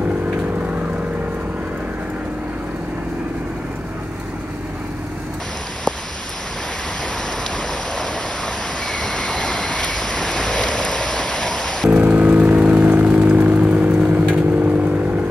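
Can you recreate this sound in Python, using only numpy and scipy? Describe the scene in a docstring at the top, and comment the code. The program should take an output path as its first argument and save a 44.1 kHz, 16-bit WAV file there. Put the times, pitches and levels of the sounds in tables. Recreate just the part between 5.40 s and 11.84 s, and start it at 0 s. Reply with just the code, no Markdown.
"""A flooded underpass in a downpour, heard by the side window inside a car wading through it.
The bow wave churns and drums in the wheel arch, spray and rain hiss, drops tick, the engine booms as
it pulls, and the wet drive belt slips and squeals for a second.
Near the start something knocks once on the microphone's case."""
import sys
import numpy as np
from scipy import signal
from scipy.fft import rfft, irfft
from scipy.io import wavfile
from scipy.ndimage import uniform_filter1d

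SR = 44100
rng = np.random.default_rng(int(sys.argv[2]) if len(sys.argv) > 2 else 0)


def transcribe(signal):
    """Save signal, clipped to [-1, 1], as a 16-bit WAV file at the path in sys.argv[1]."""
    frames = np.atleast_2d(signal).T
    limited = np.clip(frames, -1, 1)
    pcm = np.round(limited * 32767).astype(np.int16)
    wavfile.write(sys.argv[1], SR, pcm)


N = 283984

# Push through the flood. Each row: time in seconds, bow wave and spray levels in relative dB.
WATER_LEVELS = [(0.0, -31.5, -39), (0.84, -34, -38), (1.7, -27.5, -36.5), (2.83, -28.5, -37),
                (3.43, -28, -35), (4.02, -25.5, -35), (4.52, -27.5, -33.6), (4.79, -24, -33),
                (5.25, -25, -32), (6.44, -30.5, -34)]


def bow_wave():
    """Churning water with bubbles bursting in it."""
    # Each row: frequency in Hz, relative level in dB.
    spectrum = [(15, -70), (100, -33), (250, -3), (420, -2), (600, -1.5), (740, 1), (825, -2.5),
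                (930, -0.5), (1090, -1), (1200, -4.5), (1520, -9), (1700, -6.5), (2300, -12), (4000, -16),
                (9000, -34)]
    wave_db, _ = follow(WATER_LEVELS)
    churn = froth(patchy_db=1.7)
    bubbles = grains(per_s=1100, low_hz=303, high_hz=2626, cycles=11.1, spread_db=1.5, rise=.19)
    water = tint(churn + gain_of(-9) * bubbles, spectrum)
    return water * gain_of(wave_db - .5 + .81 * drift(10.5))


def spray():
    """Rain and flung spray: a hiss full of small crackling drops."""
    # Each row: frequency in Hz, relative level in dB.
    spectrum = [(400, -36), (1200, 0.5), (1550, 1.5), (1900, 3), (2400, 1.5), (3200, 0.5), (3800, -1.5),
                (4600, -1), (5100, 0.9), (5700, 1), (6500, -4), (9000, -7), (11000, -7), (12000, -19.5)]
    _, spray_db = follow(WATER_LEVELS)
    hiss = froth(patchy_db=1.6)
    crackle = grains(per_s=1800, low_hz=2380, high_hz=10300, cycles=6.4, spread_db=.5, rise=.05)
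    fizz = tint(hiss + gain_of(-8.5) * crackle, spectrum)
    return fizz * gain_of(spray_db + 6 + .5 * drift(23))


def wheel_arch():
    """Jets from the tyre drum in the arch's hollow at a rising pitch; the panels ring along."""
    # Each row: peak and length in seconds, hollow level in dB, pitch in Hz, panels in relative dB.
    jets = [(1.3, .22, -39, 520, -34.5), (1.799, .45, -37, 480, -31), (2.62, 0.97, -31.5, 590, -33),
            (3.141, .25, -37, 661.4, -30.5), (4.019, .36, -34, 739, -26.5),
            (5.219, 0.44, -25.5, 550.1, -28), (5.56, 0.43, -27.5, 560.4, -29.5),
            (6.049, 1.0, -29.5, 600, -25.5)]
    glide_hz_per_s = 110
    t = np.arange(N) / SR
    powers = [(gain_of(db) * surge(s, length)) ** 2 for s, length, db, _, _ in jets]
    glides_hz = [hz + glide_hz_per_s * (t - s) for s, _, _, hz, _ in jets]
    drumming = resonance(np.average(glides_hz, axis=0, weights=powers), width_hz=255)
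    panels = (resonance(975, width_hz=250)
              + gain_of(-5) * resonance(765, width_hz=65)
              + gain_of(-7) * resonance(915, width_hz=80))
    panel_gain = surges([(s, length, db) for s, length, _, _, db in jets], base_db=-45)
    return np.sqrt(sum(powers)) * drumming + gain_of(-6.5) * panel_gain * panels


def belt():
    """The wet belt slips in fits: a whistle that sags and frays into a rasp, and a ragged overtone."""
    # Each row: peak and length in seconds, squeal level in dB.
    slips = [(3.43, 0.077, -37), (3.555, 0.19, -30.5), (3.71, .05, -36), (3.835, 0.081, -32.5),
             (4.03, .14, -33), (4.25, 0.12, -33), (4.4, 0.07, -35.5), (4.51, 0.083, -34)]
    # Each row: time in seconds, pitch in Hz, roughness from 0 to 1.
    squeal_curve = [(3.42, 2280, .3), (3.55, 2215, .5), (3.68, 2180, .62), (3.84, 2190, .6),
                    (4.05, 2130, .8), (4.25, 2150, .7), (4.38, 2230, .52), (4.55, 2255, .55)]
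    start_s, end_s, attack_s, release_s = 3.38, 4.63, .04, .07
    jitter_hz, rasp_below_hz = 30, 50
    t = np.arange(N) / SR
    hz, rough = follow(squeal_curve)
    envelope = np.clip(np.minimum((t - start_s) / attack_s, (end_s - t) / release_s), 0, 1)
    phase = 2 * np.pi * np.cumsum(hz + jitter_hz * drift(60)) / SR
    whistle = unit_rms(np.sin(phase) * gain_of(2.2 * drift(85))) * np.array([[1.3], [.55]])
    rasp = resonance(hz - rasp_below_hz, width_hz=320)
    squeal = np.sqrt(1 - rough) * whistle + np.sqrt(rough) * rasp
    upper_hz = 4275 + .85 * (hz - hz[0])
    overtone = unit_rms(resonance(upper_hz, width_hz=520) + .55 * resonance(upper_hz, width_hz=110))
    overtone_db = -34.5 + 9 * (rough - rough.max())
    return envelope * (surges(slips, base_db=-35.5) * squeal + gain_of(overtone_db) * overtone)


def floor_heave():
    """The bow wave shoves the floor pan; each slosh adds a shove and makes the cabin air boom."""
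    # Each row: peak and length in seconds, relative level in dB.
    sloshes = [(.14, 0.31, -39.5), (1.17, 0.12, -39), (1.62, 0.4, -39.5), (2.15, 0.64, -38),
               (4.0, 0.76, -45), (5.15, 0.7, -42)]
    # Each row: frequency in Hz, relative level in dB.
    spectrum = [(20, -20), (36, -5), (50, -1), (70, -0.5), (97, 1.5), (125, -1.5), (160, 0), (230, -2),
                (340, -6), (520, -11), (1200, -69)]
    calm_wave_db, cabin_hz = -28, 70
    wave_db, _ = follow(WATER_LEVELS)
    heave_db = -36.5 + 1.37 * (wave_db - calm_wave_db)
    slosh = surges(sloshes, base_db=-40.5)
    shove = np.hypot(gain_of(heave_db), gain_of(3.5) * slosh)
    rumble = tint(rng.standard_normal((2, N)), spectrum) * shove * gain_of(1.14 * drift(10))
    boom = gain_of(-1) * slosh * resonance(cabin_hz, width_hz=18)
    return rumble + boom


def door_slap():
    """Sheets of water break on the door, over a wash that grows with the spray."""
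    # Each row: peak and length in seconds, level in dB.
    sheets = [(1.33, 0.5, -34), (1.68, 0.23, -36), (2.05, 0.44, -43), (3.22, 0.15, -45), (3.92, 0.68, -34),
              (4.45, 0.17, -26), (4.73, 0.077, -38), (5.22, 0.1, -31)]
    # Each row: frequency in Hz, relative level in dB.
    spectrum = [(600, -40), (1150, -11), (1700, 7.5), (2150, 9), (2700, 2), (3300, 3), (4200, -1.5),
                (7000, -14), (11000, -8.5)]
    calm_spray_db = -37.5
    _, spray_db = follow(WATER_LEVELS)
    wash_db = -44.5 + 2.5 * (spray_db - calm_spray_db)
    water = tint(froth(patchy_db=2), spectrum)
    return water * surges(sheets, base_db=wash_db) * gain_of(2.3 * drift(26))


def crest():
    """The wave's crest spills in gushes, brighter than the churn below."""
    # Each row: peak and length in seconds, level in dB.
    gushes = [(1.8, 1.7, -39.5), (3.05, 1, -36), (3.93, 1, -34.5), (4.9, 0.98, -35.5)]
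    # Each row: frequency in Hz, relative level in dB.
    spectrum = [(600, -32), (900, -5), (1120, 2.5), (1400, 0), (1650, -11), (2200, -37)]
    return tint(froth(patchy_db=2), spectrum) * surges(gushes) * gain_of(2 * drift(10))


def engine():
    """The firing beat booms in the cabin, slightly unsteady, and swells with each pull."""
    # Each row: time in seconds, firing rate in Hz.
    firing_rate = [(0, 53), (1.4, 46), (2.1, 44), (2.9, 47), (3.9, 48), (4.6, 51.5), (5.1, 55.5),
                   (5.55, 58.3), (6.44, 62.5)]
    # Each row: peak and length in seconds, boom level in dB.
    pulls = [(2.05, 1.0, -38), (4.57, 0.48, -32.5), (5.12, 0.48, -28), (5.66, 0.55, -34)]
    hz, = follow(firing_rate)
    phase = 2 * np.pi * np.cumsum(hz * (1 + .004 * drift(6))) / SR
    beat = unit_rms(np.sin(phase) + gain_of(-7.5) * np.sin(2 * phase))
    return beat * surges(pulls, base_db=-46) * gain_of(.64 * drift(8.3))


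def drops():
    """Big drops hit the door and window frame: a splat, for some a short ring."""
    # Each row: start in seconds, relative level in dB, pitch in Hz, T60 in seconds, ring share 0 to 1.
    hits = [(0.1726, -16.5, 5200, .012, .3), (0.2693, -15, 4750, .014, .5), (0.8935, -13, 10600, .016, .15),
            (0.9012, -19, 10500, .025, .1), (1.924, -15.5, 4400, .012, .1), (2.0629, -3, 4000, .009, .05),
            (2.0656, -11, 5000, .022, .3), (2.5117, -15, 10800, .008, .25), (4.434, -15, 4300, .09, 0),
            (4.4452, -8, 10700, .02, .15), (4.9152, -14, 10800, .008, .25), (5.1517, -12, 3400, .012, .1),
            (5.2355, -14, 3300, .04, 0), (5.2378, -9, 3500, .016, .05), (5.286, -7.5, 5100, .012, .65),
            (5.4500, -4.5, 10600, .009, .15), (5.5162, -9.5, 10500, .007, .15)]
    # Each row: multiple of the drop's pitch, relative level in dB.
    splat_shape = [(.25, -30), (.53, -9), (.68, 2), (1.35, 2), (2.2, -17)]
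    out, t = np.zeros((2, N)), np.arange(8192) / SR
    for start_s, db, hz, t60_s, ring_share in hits:
        splat_db, = at_bins([(ratio * hz, level) for ratio, level in splat_shape], len(t))
        splat = unit_rms(irfft(rfft(rng.standard_normal((2, len(t)))) * gain_of(splat_db)))
        ring = np.sin(2 * np.pi * hz * t) * np.array([[1], [.3]])
        decay = gain_of(db - 60 * t / t60_s)
        add(out, start_s, decay * (ring_share * ring + .5 * (1 - ring_share) * splat))
    return out


def case_knock(start_s):
    """The microphone's case thuds in a few heavily damped modes."""
    # Each row: frequency in Hz, relative level in dB, T60 in seconds.
    modes = [(247, -4, 0.011), (435, 1.5, 0.0095), (524, 2.5, 0.012), (840, 0, 0.012), (1190, -10, 0.011)]
    attack_s = .0031
    out, t = np.zeros(N), np.arange(4096) / SR
    thud = sum((-1) ** k * gain_of(db - 60 * t / t60_s) * np.sin(2 * np.pi * hz * t)
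               for k, (hz, db, t60_s) in enumerate(modes))
    add(out, start_s, gain_of(9.5) * thud * (1 - np.exp(-t / attack_s)))
    return out


def case_scratch(start_s):
    """A millisecond of bright scraping as contact is made."""
    out = np.zeros((2, N))
    burst = np.diff(rng.standard_normal((2, 81))) * signal.windows.hann(80)
    add(out, start_s, gain_of(-10.5) * burst)
    return out


def stereo_spread(pair):
    """Stereo spread of the airborne sounds: alike in the bass, wide in the treble."""
    # Each row: frequency in Hz, coherence 0 to 1, left lead in radians, left minus right in dB.
    stereo_image = [(30, .9995, 0, 0), (150, .999, 0, 0), (650, .975, 0, 0), (820, .95, 0, .8),
                    (1200, .99, 0, 0), (1950, .99, 0, 0), (2280, .8, .4, -1.5), (2750, .55, 1.05, -1.5),
                    (3200, .66, 1.35, -2.2), (3550, .68, 1.05, 0), (4000, .65, .8, -1),
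                    (4570, .32, 1.6, -2), (4780, .8, -.1, -.6), (5100, .94, 0, 0), (5550, .94, .1, 0),
                    (5750, .7, .85, 0), (6250, .6, 1.7, 0), (6500, .78, 2.75, 0), (6750, .97, 3.07, 0),
                    (6950, 1, np.pi, 0), (8300, 1, np.pi, 0), (8850, .93, 3.2, 0), (9000, .6, 3.9, 0),
                    (9550, .56, 5.3, 0), (9750, .86, 6.15, 0), (10300, .997, 2 * np.pi, 0)]
    coherence, lead_rad, tilt_db = at_bins(stereo_image)
    a, b = rfft(pair)
    common = np.sqrt((1 + coherence) / 2) * a
    apart = np.sqrt((1 - coherence) / 2) * b
    left = (common + apart) * gain_of(tilt_db / 2)
    right = (common - apart) * gain_of(-tilt_db / 2) * np.exp(-1j * lead_rad)
    return irfft(np.array([left, right]), N)


def froth(patchy_db):
    """Countless tiny splashes: noise clumped in time and pitch."""
    cells = signal.stft(rng.standard_normal((2, N)), nperseg=512, noverlap=384)[2]
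    patches = uniform_filter1d(rng.standard_normal(cells.shape[1:]), size=6, axis=0)
    patches = unit_rms(uniform_filter1d(patches, size=16, axis=1))
    clumped = signal.istft(cells * gain_of(patchy_db * patches), nperseg=512, noverlap=384)[1]
    return unit_rms(clumped[:, :N])


def grains(per_s, low_hz, high_hz, cycles, spread_db, rise, sizes=24):
    """Drops or bubbles of many sizes, each a short ring that rises in pitch as it dies."""
    out = np.zeros((2, N))
    for hz in np.geomspace(low_hz, high_hz, sizes):
        age = np.arange(0, 1, hz / cycles / SR)
        ring = np.sin(2 * np.pi * cycles * (age + rise * age ** 2 / 2)) * np.exp(-np.log(100) * age)
        strength = gain_of(spread_db * np.minimum(rng.exponential(1, (2, N)), 4))
        onsets = rng.random((2, N)) < per_s / sizes / SR
        out += signal.oaconvolve(strength * onsets, ring[None] * hz / high_hz, axes=1)[:, :N]
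    return unit_rms(out)


def resonance(hz, width_hz):
    """Stereo noise ringing around hz, a constant or a curve."""
    carrier = np.exp(2j * np.pi * np.cumsum(np.broadcast_to(hz, N)) / SR)
    wander = np.array([drift(width_hz / 2) + 1j * drift(width_hz / 2) for _ in range(2)])
    return unit_rms((carrier * wander).real)


def surge(peak_s, length_s, rise_share=.44):
    """Gain with a rounded rise to 1 and a slower ebb."""
    since_s = np.arange(N) / SR - peak_s
    width_s = length_s * np.where(since_s < 0, rise_share, 1 - rise_share)
    return np.exp(-np.minimum((since_s / width_s) ** 2, 20))


def surges(rows, base_db=-np.inf):
    """Gain of several surges over a base level; powers add."""
    power = sum((gain_of(db) * surge(peak_s, length_s)) ** 2 for peak_s, length_s, db in rows)
    return np.sqrt(gain_of(base_db) ** 2 + power)


def drift(rate_hz):
    """Random wander at rms 1, with little above rate_hz."""
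    hz = np.fft.rfftfreq(N, 1 / SR)
    return unit_rms(irfft(rfft(rng.standard_normal(N)) / (1 + (hz / rate_hz) ** 4), N))


def tint(x, spectrum):
    """Filters x by a spectrum, to rms 1."""
    db, = at_bins(spectrum)
    return unit_rms(irfft(rfft(x) * gain_of(db), N))


def at_bins(rows, samples=N):
    """Columns of a frequency table at every FFT bin."""
    hz, *columns = np.transpose(rows)
    bins_hz = np.fft.rfftfreq(samples, 1 / SR)
    return [np.interp(np.log(bins_hz + 1), np.log(hz + 1), column) for column in columns]


def follow(rows):
    """Columns of a time table at every sample."""
    times_s, *columns = np.transpose(rows)
    return [np.interp(np.arange(N) / SR, times_s, column) for column in columns]


def add(mix, start_s, sound):
    """Mixes a sound in at start_s."""
    part = mix[..., round(start_s * SR):][..., :sound.shape[-1]]
    part += sound[..., :part.shape[-1]]


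def gain_of(db):
    """Decibels to a factor."""
    return 10 ** (np.asarray(db) / 20)


def unit_rms(x):
    """Scales to rms 1."""
    return x / np.sqrt(np.mean(x ** 2) + 1e-20)


def scene():
    """Water, belt and scratch arrive by air; engine and thud come through the body."""
    knock_s = .47297
    water = bow_wave() + crest() + spray() + door_slap() + floor_heave() + wheel_arch()
    airborne = water + belt() + drops() + case_scratch(knock_s - .0014)
    return stereo_spread(airborne) + engine() + case_knock(knock_s)


def record(dry):
    """Steep low-pass on the top treble."""
    cutoff_hz = 11780
    taps = signal.firwin(255, cutoff_hz, window=("kaiser", 9), fs=SR)
    return signal.oaconvolve(dry, taps[None], "same")


dry = scene()
out = record(dry)
transcribe(out)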